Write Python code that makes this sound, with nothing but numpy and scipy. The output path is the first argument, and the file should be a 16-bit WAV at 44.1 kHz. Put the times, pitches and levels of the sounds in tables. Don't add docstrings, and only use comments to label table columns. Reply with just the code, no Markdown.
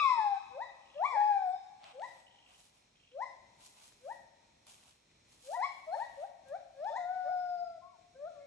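import sys
import numpy as np
from scipy import signal
from scipy.fft import rfft, irfft, next_fast_len
from scipy.io import wavfile
from scipy.ndimage import uniform_filter1d

SR = 44100
rng = np.random.default_rng(int(sys.argv[2]) if len(sys.argv) > 2 else 0)


def dump(signal):
    limited = np.clip(np.atleast_2d(signal).T, -1, 1)
    pcm = np.round(limited * 32767).astype(np.int16)
    wavfile.write(sys.argv[1], SR, pcm)


N = 373086
LEAD = SR // 4
CUTOFF_HZ = 13200

# frequency in Hz, relative density in dB.
HUSH_SPECTRUM = [(15, -39.5), (25, 3), (64, 2), (163, 1.5), (552, -6.5), (953, -10.5), (1080, -11.5),
                 (1560, -13.5), (2430, -5), (2840, -13), (4300, -8.5), (4780, -18.5), (5300, -8.5),
                 (8030, -17.5), (12500, -38.5), (16200, -73), (22000, -120)]
# frequency in Hz, side over mid in dB.
HUSH_WIDTH = [(60, -19), (110, -16.5), (200, -12.5), (350, -6), (640, 1.5), (1150, 2.5), (2070, -7.5),
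              (3740, 2), (6740, -5), (12200, 10)]
# time in seconds, mean gain below 300 Hz in dB.
TRAFFIC_RUMBLE = [(0.0, -2), (8.46, 2)]
HUSH_DB = -72

# time of the crest in seconds, crest level before the flutter in dB.
INSECT_NOTES = [(1.486, -78), (1.87, -78), (2.042, -76), (2.204, -79), (2.488, -82)]
INSECT_HZ = 7920
INSECT_RISE_DB_PER_S, INSECT_FALL_DB_PER_S = 199, 114

# time of full level in seconds, rise in seconds, hold in seconds,
# level in dB, extra level of the body below 4 kHz in dB.
RUSTLE_BURSTS = [(1.846, .05, 0.05, -75.5, 18.5), (2.044, .09, 0.15, -70, 1),
                 (2.49, .05, 0.036, -72.5, 2.5), (2.581, 0.13, 0.075, -65, -9.5),
                 (2.749, .05, .03, -73, -2), (3.608, .04, 0.016, -64, -3), (3.648, 0.054, .02, -57, -25),
                 (3.784, .08, 0.039, -66, -1.5), (3.861, 0.226, 0.0096, -60.5, -16.5),
                 (4.126, 0.31, 0.0093, -65.5, -9), (4.67, 0.011, 0.019, -60.5, -3),
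                 (4.697, 0.034, 0.024, -59, -15.5), (4.879, 0.26, 0.00654, -64, -5),
                 (5.325, .07, 0.0108, -65, -10), (5.459, 0.096, 0.085, -57, -13), (5.66, .1, 0.14, -72, 3),
                 (5.991, 0.185, 0.011, -64.5, -6), (6.232, 0.82, .01, -70, 0.5),
                 (6.482, 0.033, .005, -71, -3), (6.91, 0.46, 0.0087, -76, 4)]
# frequency in Hz, relative density in dB.
RUSTLE_SPECTRUM = [(290, -46), (500, -12), (580, 0.5), (892, 2.5), (1900, -8), (2520, 0.5), (4740, -6.5),
                   (7100, -5.5), (11100, -13.5), (12500, -10.5), (16200, -44), (22000, -120)]
# frequency in Hz, side over mid in dB.
RUSTLE_WIDTH = [(60, -40), (110, -21), (200, -23), (350, -12), (640, 2), (1150, 1), (2070, -4.5),
                (3740, 2.5), (6740, -4), (12200, 8.5)]
RUSTLE_RISE_DB, RUSTLE_FALL_DB_PER_S = 19.5, 135.5

# time in seconds, peak before panning in dB, centre in Hz, left minus right in dB,
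# band edges as a factor of the centre.
TWIG_TICKS = [(1.835, -49, 2900, 0, 1.6), (1.842, -39, 2000, 0, 2.4), (1.870, -54, 2400, 0, 1.7),
              (1.997, -50, 2550, 1, 1.4), (2.019, -45, 2700, 0, 1.6), (2.045, -55, 2500, 0, 1.5),
              (3.116, -62, 1800, 3, 2.2), (3.815, -58, 1200, 3, 1.6), (3.922, -60, 1200, 3, 1.5),
              (4.668, -45, 4500, 0, 3.5), (4.693, -56, 2500, -3, 1.8), (4.83, -57, 1500, 0, 2.0),
              (5.114, -60, 3000, 0, 1.6), (6.485, -54, 5500, -3, 2.5), (6.845, -50, 3200, -1, 1.6),
              (7.375, -60, 4200, 0, 1.4)]
TICK_T60_S = 0.015

# start in seconds, length in seconds, first pitch in Hz,
# last pitch in Hz, level in dB.
FAINT_WHISTLES = [(1.465, 0.172, 3560, 3796, -64.5), (1.492, .22, 4987, 5400, -67.5),
                  (5.91, 0.062, 4155, 4390, -52), (7.251, .47, 5220, 4890, -64),
                  (7.28, 0.15, 4280, 4367, -75), (8.394, .1, 2120, 2230, -65)]

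# start in seconds, length in seconds, mean first and last peaks in dB.
FROG_RATTLES = [(0.82, .19, -64, -56), (2.265, .29, -60, -59), (2.956, .17, -65, -61)]
FROG_LOW_HZ, FROG_HIGH_HZ, FROG_PULSE_S, FROG_PAIR_S = 2550, 3500, 0.0098, 0.013
FROG_PERIOD_S, FROG_UNEVEN_S, FROG_UNEVEN_DB = 0.0394, 0.002, 1.5

# frequency in Hz, gain in dB.
FACING_AWAY_SHADE = [(500, -0.5), (1200, 0.5), (2000, -6.5), (2800, -4.5), (3600, -10.5), (6000, -10)]
# level in dB, T60 in seconds.
ECHO_TAILS = [(-12, 0.46), (-20, 1.985)]
# frequency in Hz, gain in dB.
LATE_TAIL_COLOUR = [(500, 3.5), (1000, -0.5), (2000, -0.5), (3500, 2), (6000, -2.5), (10000, -6)]
TAILS_ALIKE = 0.28
FAR_WET_DB = 1.5
SMALL_WET_DB = 0

# frequency in Hz, left minus right in dB.
PORT_LEVEL = [(60, -6.5), (110, -1.5), (200, -10), (350, 2), (640, 4), (1150, 10.5), (2070, 0.5),
              (3740, -0.5), (6740, -1), (12200, 0)]
# frequency in Hz, lead of the left in radians.
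PORT_PHASE = [(0, 0.5), (260, -0.8), (600, 1.16), (1640, 0.25), (2410, 2), (2670, 2), (3790, 2),
              (4130, -0.5), (4740, 1.5), (5510, 6.5), (8610, 7.5), (10300, 8.5), (11400, -1.5), (12300, 16)]

# frequency in Hz, gain over the vocal effort in dB.
NEAR_THROAT = [(2000, -31.5), (3000, -26.5), (3500, -23), (3900, -14), (4300, -16), (4750, -28),
               (5300, -13), (6000, -28), (7000, -24.5), (8200, -29), (11000, -54)]
# frequency in Hz, gain over the vocal effort in dB.
FAR_THROAT = [(2000, -28), (3100, -33.5), (3750, -17.5), (4200, -14), (4750, -28), (5300, -19.5),
              (5900, -21.5), (8000, -30.5), (11000, -55)]
# pitch in Hz, second partial over the fundamental in dB.
MOUTH_OPENING = [(500, -34), (640, -26), (780, -21), (880, -12.5), (980, -2), (1130, -2.5)]
# its frequency in Hz, level over the fundamental in dB.
THIRD_PARTIAL = [(1500, -11), (1750, -30), (2100, -43), (2400, -32), (2700, -46), (3100, -44.5),
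                 (3500, -20), (3900, -10.5)]
# start in seconds, fade-in in seconds, delay of the
# steepest rise in seconds, time scale of the rise in seconds, length in seconds, low pitch in Hz,
# top pitch in Hz, top level in dB, swell towards the top in dB, then the offsets of the second,
# third and upper partials in dB.
NEAR_WHOOPS = [(5.55, 0.024, 0.0716, .012, 0.12, 680, 1154, -32.5, 4.6, .1, 8.72, -0.5),
               (5.86, 0.018, 0.076, .013, 0.1016, 628, 954, -27, 16.9, .1, -5, -3),
               (6.74, 0.069, .108, .018, .168, 535, 924.5, -36, 6.3, .1, 6, 0)]
FAR_WHOOPS = [(0.5, 0.054, .098, .014, 0.15, 488.8, 1017, -38.5, 8, 1.2, -4.5, -3.5),
              (1.1, 0.041, 0.074, .014, 0.14, 471.2, 933, -43, 6.5, 7, -1, -6.5),
              (1.925, 0.033, .09, .014, .14, 493.2, 1027, -40, 9.4, 2, -11, -0.5),
              (3.11, .045, 0.092, 0.017, .14, 490.3, 1082, -35, 11.8, -1, -14, -3),
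              (4.01, 0.044, .08, 0.0146, .13, 491.2, 989, -42, 5.4, 2.2, -7, -15.5),
              (5.43, 0.061, .095, .016, 0.15, 502, 1020, -37, 8.5, -2.5, -3, -5.5),
              (5.92, 0.049, 0.069, .016, .13, 497.5, 980.6, -38.5, 3, 2.3, 8.5, -3.5),
              (6.16, 0.019, 0.075, 0.012, .1, 551, 841, -33.5, 14.1, -2.5, -8.5, 0.5),
              (6.445, 0.08, 0.099, .012, 0.13, 526, 820, -37.5, 4.7, 4.94, 10.5, -2.5),
              (6.88, 0.026, .07, .015, .11, 543.4, 1057, -38, 4.4, 3, -5, 2),
              (7.225, .04, 0.074, 0.0132, 0.11, 560, 811, -42, 0.09, 3.7, 8, -1.5)]
# time in seconds, pitch in Hz,
# fundamental in dB, second partial over it in dB.
NEAR_LONG_CALLS = [
    [(-.2, 609, -42, -26.5), (-.14, 700, -42, -31.5), (-.07, 1260, -28.5, 2.5), (-.04, 1318, -34.5, 0.5),
     (0.0, 1214, -32, -11.5), (0.058, 1080, -26.5, -14.5), (0.104, 1029, -27.5, -11.5),
     (0.158, 948, -34, -21.5), (0.206, 869, -29, -16.5), (0.294, 806, -34, -26.5),
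     (0.376, 777.4, -35.5, -22.5), (0.42, 834, -64.5, -21.5)],
    [(0.94, 524, -70, -13.5), (0.966, 577, -43.5, -37), (0.99, 600, -40, -23), (1.02, 763, -31.5, -26.5),
     (1.056, 1131, -29.5, -4.5), (1.086, 1187, -48.5, 4.5), (1.17, 825, -30, -15.5),
     (1.282, 844.3, -29.5, -21.5), (1.306, 827.7, -30, -19), (1.488, 726.3, -35.5, -27.5),
     (1.57, 780, -39, -27)],
    [(6.91, 927, -52.5, -16), (6.955, 848, -47.5, -27), (6.982, 726.5, -41, -25.5), (7.04, 702, -39, -21),
     (7.126, 744.3, -40, -12), (7.386, 722.3, -40.5, -13.5), (7.544, 708, -37.5, -18),
     (7.642, 692.7, -42, -19.5), (7.768, 669, -49, -19), (7.79, 662, -49, -20)],
    [(7.81, 1050, -77, -20), (7.83, 1052, -56, -38), (7.908, 1128, -65.5, -8.5), (7.958, 905.9, -68, -39),
     (7.99, 755, -94, -27)],
]
# time in seconds, pitch in Hz, fundamental in dB,
# second partial over it in dB.
FAR_LONG_CALLS = [
    [(8.14, 506, -79, -16), (8.16, 517, -54, -29), (8.185, 550, -56.5, -24), (8.247, 606, -39.5, -24),
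     (8.283, 716, -48, -8), (8.315, 654, -66, -13), (8.369, 576.6, -54.5, -16.5), (8.46, 564, -57, -34)],
]
# third-partial offset in dB, upper-partial offset in dB.
NEAR_LONG_VOICE = [(4, 3), (3.2, -2), (6.5, -8), (-3, -16)]
# third-partial offset in dB, upper-partial offset in dB.
FAR_LONG_VOICE = [(2.1, -6)]
UPPER_FLICKER_DB = 3.5
SWELL_BEND = 0.95
TOP_QUICKER = 0.75
CREEP, CREEP_BEND = 0.15, 1.8
FADE_IN_DB, CUT_DB, CUT_S = 30, 14.5, 0.022
NEAR_TRUNK_DB, NEAR_TRUNK_S = -11.5, 0.011
FAR_TRUNK_DB, FAR_TRUNK_S = -10, 0.0088


def from_db(db):
    return 10 ** (np.asarray(db) / 20)


def rms_one(x):
    return x / np.sqrt(np.mean(x ** 2) + 1e-20)


def at_hz(points, hz):
    at, value = np.transpose(points)
    return np.interp(np.log(hz + 1), np.log(at + 1), value)


def bins_hz(size):
    return np.arange(size // 2 + 1) * SR / size


def drift(rate, size):
    r = np.exp(-2 * np.pi * rate / SR)
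    noise = rng.standard_normal(size + 8000)
    return rms_one(signal.lfilter([1], [1, -2 * r, r * r], noise)[8000:])


def add(out, x, at):
    x = x[..., :out.shape[-1] - at]
    out[..., at:at + x.shape[-1]] += x


def coloured(x, spectrum):
    size = next_fast_len(x.shape[-1] + 2048)
    gain = from_db(at_hz(spectrum, bins_hz(size)))
    return irfft(rfft(x, size) * gain, size)[..., :x.shape[-1]]


def spread(source, spectrum, side_db):
    size = next_fast_len(N)
    hz = bins_hz(size)
    mid_gain = from_db(at_hz(spectrum, hz))
    side_gain = mid_gain * from_db(at_hz(side_db, hz))
    mid, side = irfft(rfft(source, size) * [mid_gain, side_gain], size)[:, :N]
    return np.array([mid + side, mid - side]) / np.std(mid)


def hush():
    waver_db = 1.1 * drift(2.3, N)
    both = from_db(HUSH_DB + waver_db) * spread(rng.standard_normal((2, N)), HUSH_SPECTRUM, HUSH_WIDTH)
    low = signal.sosfiltfilt(signal.butter(2, 300, fs=SR, output="sos"), both)
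    swell_db = np.interp(np.arange(N) / SR, *np.transpose(TRAFFIC_RUMBLE)) + 1.2 * drift(5.6, N)
    return both - low + from_db(swell_db) * low


def insect():
    t = np.arange(N) / SR
    phase = 2 * np.pi * np.cumsum(INSECT_HZ * (1 + 0.008 * drift(60, N))) / SR
    notes = 0
    for s, db in INSECT_NOTES:
        below_db = np.maximum(INSECT_RISE_DB_PER_S * (s - t), INSECT_FALL_DB_PER_S * (t - s))
        notes = notes + from_db(db - below_db)
    flutter = from_db(2.5 * drift(30, N))
    return notes * flutter * np.sin(phase) * from_db([[-1.5], [1.5]])


def rustle():
    t = np.arange(N) / SR
    grains = rng.standard_normal((2, N)) * from_db(1.8 * drift(250, N) + 0.5 * drift(25, N))
    both = spread(grains, RUSTLE_SPECTRUM, RUSTLE_WIDTH)
    body = signal.sosfiltfilt(signal.butter(2, 4000, fs=SR, output="sos"), both)
    bright_power, body_power = 0, 0
    for s, rise, hold, db, body_db in RUSTLE_BURSTS:
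        rise_db = RUSTLE_RISE_DB * np.maximum(s - t, 0) / max(rise, 0.005)
        fall_db = RUSTLE_FALL_DB_PER_S * np.maximum(t - s - hold, 0)
        power = from_db(db - rise_db - fall_db) ** 2
        bright_power = bright_power + power
        body_power = body_power + power * from_db(2 * body_db)
    return np.sqrt(bright_power) * (both - body) + np.sqrt(body_power) * body


def ticks():
    out, t = np.zeros((2, N)), np.arange(1200) / SR
    noises = rng.standard_normal((len(TWIG_TICKS), 2, 1200))
    for (s, db, hz, pan_db, span), noise in zip(TWIG_TICKS, noises):
        noise = noise + 5 * (t == 0)
        band = signal.butter(2, [hz / span, min(hz * span, 0.45 * SR)], "band", fs=SR, output="sos")
        stereo = noise[0] + 0.37 * noise
        puff = signal.sosfilt(band, stereo * from_db(-60 * t / TICK_T60_S))
        side_level = from_db(db + np.array([[0.5], [-0.5]]) * pan_db)
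        add(out, puff / np.abs(puff).max() * side_level, round(s * SR))
    return out


def whistles():
    out = np.zeros(N + LEAD)
    for s, length, first_hz, last_hz, db in FAINT_WHISTLES:
        along = np.arange(0, 1, 1 / (length * SR))
        hz = (first_hz + (last_hz - first_hz) * along) * (1 + 0.003 * drift(50, len(along)))
        tone = np.sin(2 * np.pi * np.cumsum(hz) / SR)
        add(out, from_db(db) * np.sqrt(np.sin(np.pi * along)) * tone, LEAD + round(s * SR))
    return out


def frog():
    out = np.zeros(N + LEAD)
    along = np.arange(0, 1, 1 / (FROG_PULSE_S * SR))
    for start, length, first_db, last_db in FROG_RATTLES:
        croak_times = np.arange(0, length, FROG_PERIOD_S)
        for after, (shift, weaker, late, louder) in zip(croak_times, rng.standard_normal((12, 4))):
            s = start + after + FROG_UNEVEN_S * late
            db = first_db + (last_db - first_db) * after / length + FROG_UNEVEN_DB * louder
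            hz = FROG_LOW_HZ + (FROG_HIGH_HZ - FROG_LOW_HZ) * along
            hz = hz * (1 + 0.05 * shift + 0.07 * drift(400, len(along)))
            chirp = np.sin(np.pi * along) * np.sin(2 * np.pi * np.cumsum(hz) / SR)
            add(out, from_db(db) * chirp, LEAD + round(s * SR))
            add(out, from_db(db - 3.0 + 2.5 * weaker) * chirp, LEAD + round((s + FROG_PAIR_S) * SR))
    return out


def forest(x):
    t = np.arange(2 * SR) / SR
    shared, left, right = rng.standard_normal((3, len(t)))
    noise = np.sqrt(TAILS_ALIKE) * shared + np.sqrt(1 - TAILS_ALIKE) * np.array([left, right])
    response = 0
    for grain, (db, t60) in zip([noise, coloured(noise, LATE_TAIL_COLOUR)], ECHO_TAILS):
        decay = from_db(-60 * t / t60) * np.clip(t / 0.029, 0, 1)
        response = response + from_db(db) * grain * decay / np.sqrt(np.sum(decay ** 2))
    return signal.fftconvolve(x[None], response, axes=1)[:, :len(x)]


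def ports(x):
    size = next_fast_len(x.shape[1] + 4096)
    hz = bins_hz(size)
    right = from_db(-at_hz(PORT_LEVEL, hz)) * np.exp(-1j * np.interp(hz, *np.transpose(PORT_PHASE)))
    left = 2 / np.maximum(np.abs(1 + right), 1)
    return irfft(rfft(x, size) * [left, left * right], size)[:, :x.shape[1]]


def whoop(start, fade, turn, glide, length, low_hz, top_hz, db, swell_db, second_db):
    t = np.linspace(0, length, num=40)
    creep = CREEP * (t / length) ** CREEP_BEND
    time_scale = glide * np.where(t > turn, TOP_QUICKER, 1)
    climb = creep + (1 - CREEP) / (1 + np.exp((turn - t) / time_scale))
    hz = low_hz + (top_hz - low_hz) * climb
    fade_db = FADE_IN_DB * np.clip(1 - t / fade, 0, 1)
    cut_db = CUT_DB * np.clip(1 - (length - t) / CUT_S, 0, 1)
    level = db - swell_db * (1 - climb ** SWELL_BEND) - fade_db - cut_db
    return np.transpose([start + t, hz, level, at_hz(MOUTH_OPENING, hz) + second_db])


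def call(rows, throat, third_db, bright_db, wobble, breath_db):
    s, *columns = np.transpose(rows)
    t = np.arange(s[0], s[-1], 1 / SR)
    hz, db, open_db = [uniform_filter1d(np.interp(t, s, c), size=300, mode="nearest") for c in columns]
    low_db = [db, db + open_db, db + third_db + at_hz(THIRD_PARTIAL, 3 * hz)]
    phase = 2 * np.pi * np.cumsum(hz * (1 + wobble * drift(36, len(t)))) / SR
    effort_db = 0.73 * (low_db[1] + 50) - 48.5 + bright_db
    upper_db = [effort_db + at_hz(throat, k * hz) + UPPER_FLICKER_DB * drift(22, len(t))
                for k in range(4, 11)]
    blur = np.cumsum(hz * 0.03 * drift(150, len(t))) * 2 * np.pi / SR
    stack = 0
    for k, partial_db in enumerate(low_db + upper_db):
        stack = stack + from_db(partial_db) * np.sin((k + 1) * (phase + blur * (k > 2)) + k)
    breath = coloured(rng.standard_normal(len(t)), throat) * from_db(effort_db + breath_db)
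    fade = np.clip(np.minimum(t - s[0], s[-1] - t) / 0.008, 0, 1)
    return (np.sqrt(2) * stack + breath) * fade


def gibbon(whoops, long_calls, throat, trunk_db, trunk_s):
    out = np.zeros(N + LEAD)
    short_calls = [(whoop(*row[:-2]), row[-2:]) for row in whoops]
    for rows, (third_db, bright_db) in short_calls + list(long_calls):
        voice = call(rows, throat, third_db, bright_db, wobble=0.0027, breath_db=7.0)
        start = rows[0][0]
        add(out, voice, LEAD + round(start * SR))
        add(out, from_db(trunk_db) * voice, LEAD + round((start + trunk_s) * SR))
    return out


def gibbons():
    near_long = zip(NEAR_LONG_CALLS, NEAR_LONG_VOICE)
    far_long = zip(FAR_LONG_CALLS, FAR_LONG_VOICE)
    near = gibbon(NEAR_WHOOPS, near_long, NEAR_THROAT, NEAR_TRUNK_DB, NEAR_TRUNK_S)
    far = gibbon(FAR_WHOOPS, far_long, FAR_THROAT, FAR_TRUNK_DB, FAR_TRUNK_S)
    return near, far


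def scene():
    near, far = gibbons()
    small = frog() + whistles()
    echo = forest(near + from_db(FAR_WET_DB) * far + from_db(SMALL_WET_DB) * small)
    straight = coloured(near + far + small, FACING_AWAY_SHADE)
    trees = ports(straight + echo)[:, LEAD:]
    return trees + rustle() + ticks() + insect() + hush()


def record(dry):
    thin = signal.sosfilt(signal.butter(4, 42, "high", fs=SR, output="sos"), dry)
    return signal.sosfilt(signal.cheby2(12, 70, CUTOFF_HZ, fs=SR, output="sos"), thin)


dry = scene()
out = record(dry)
dump(out)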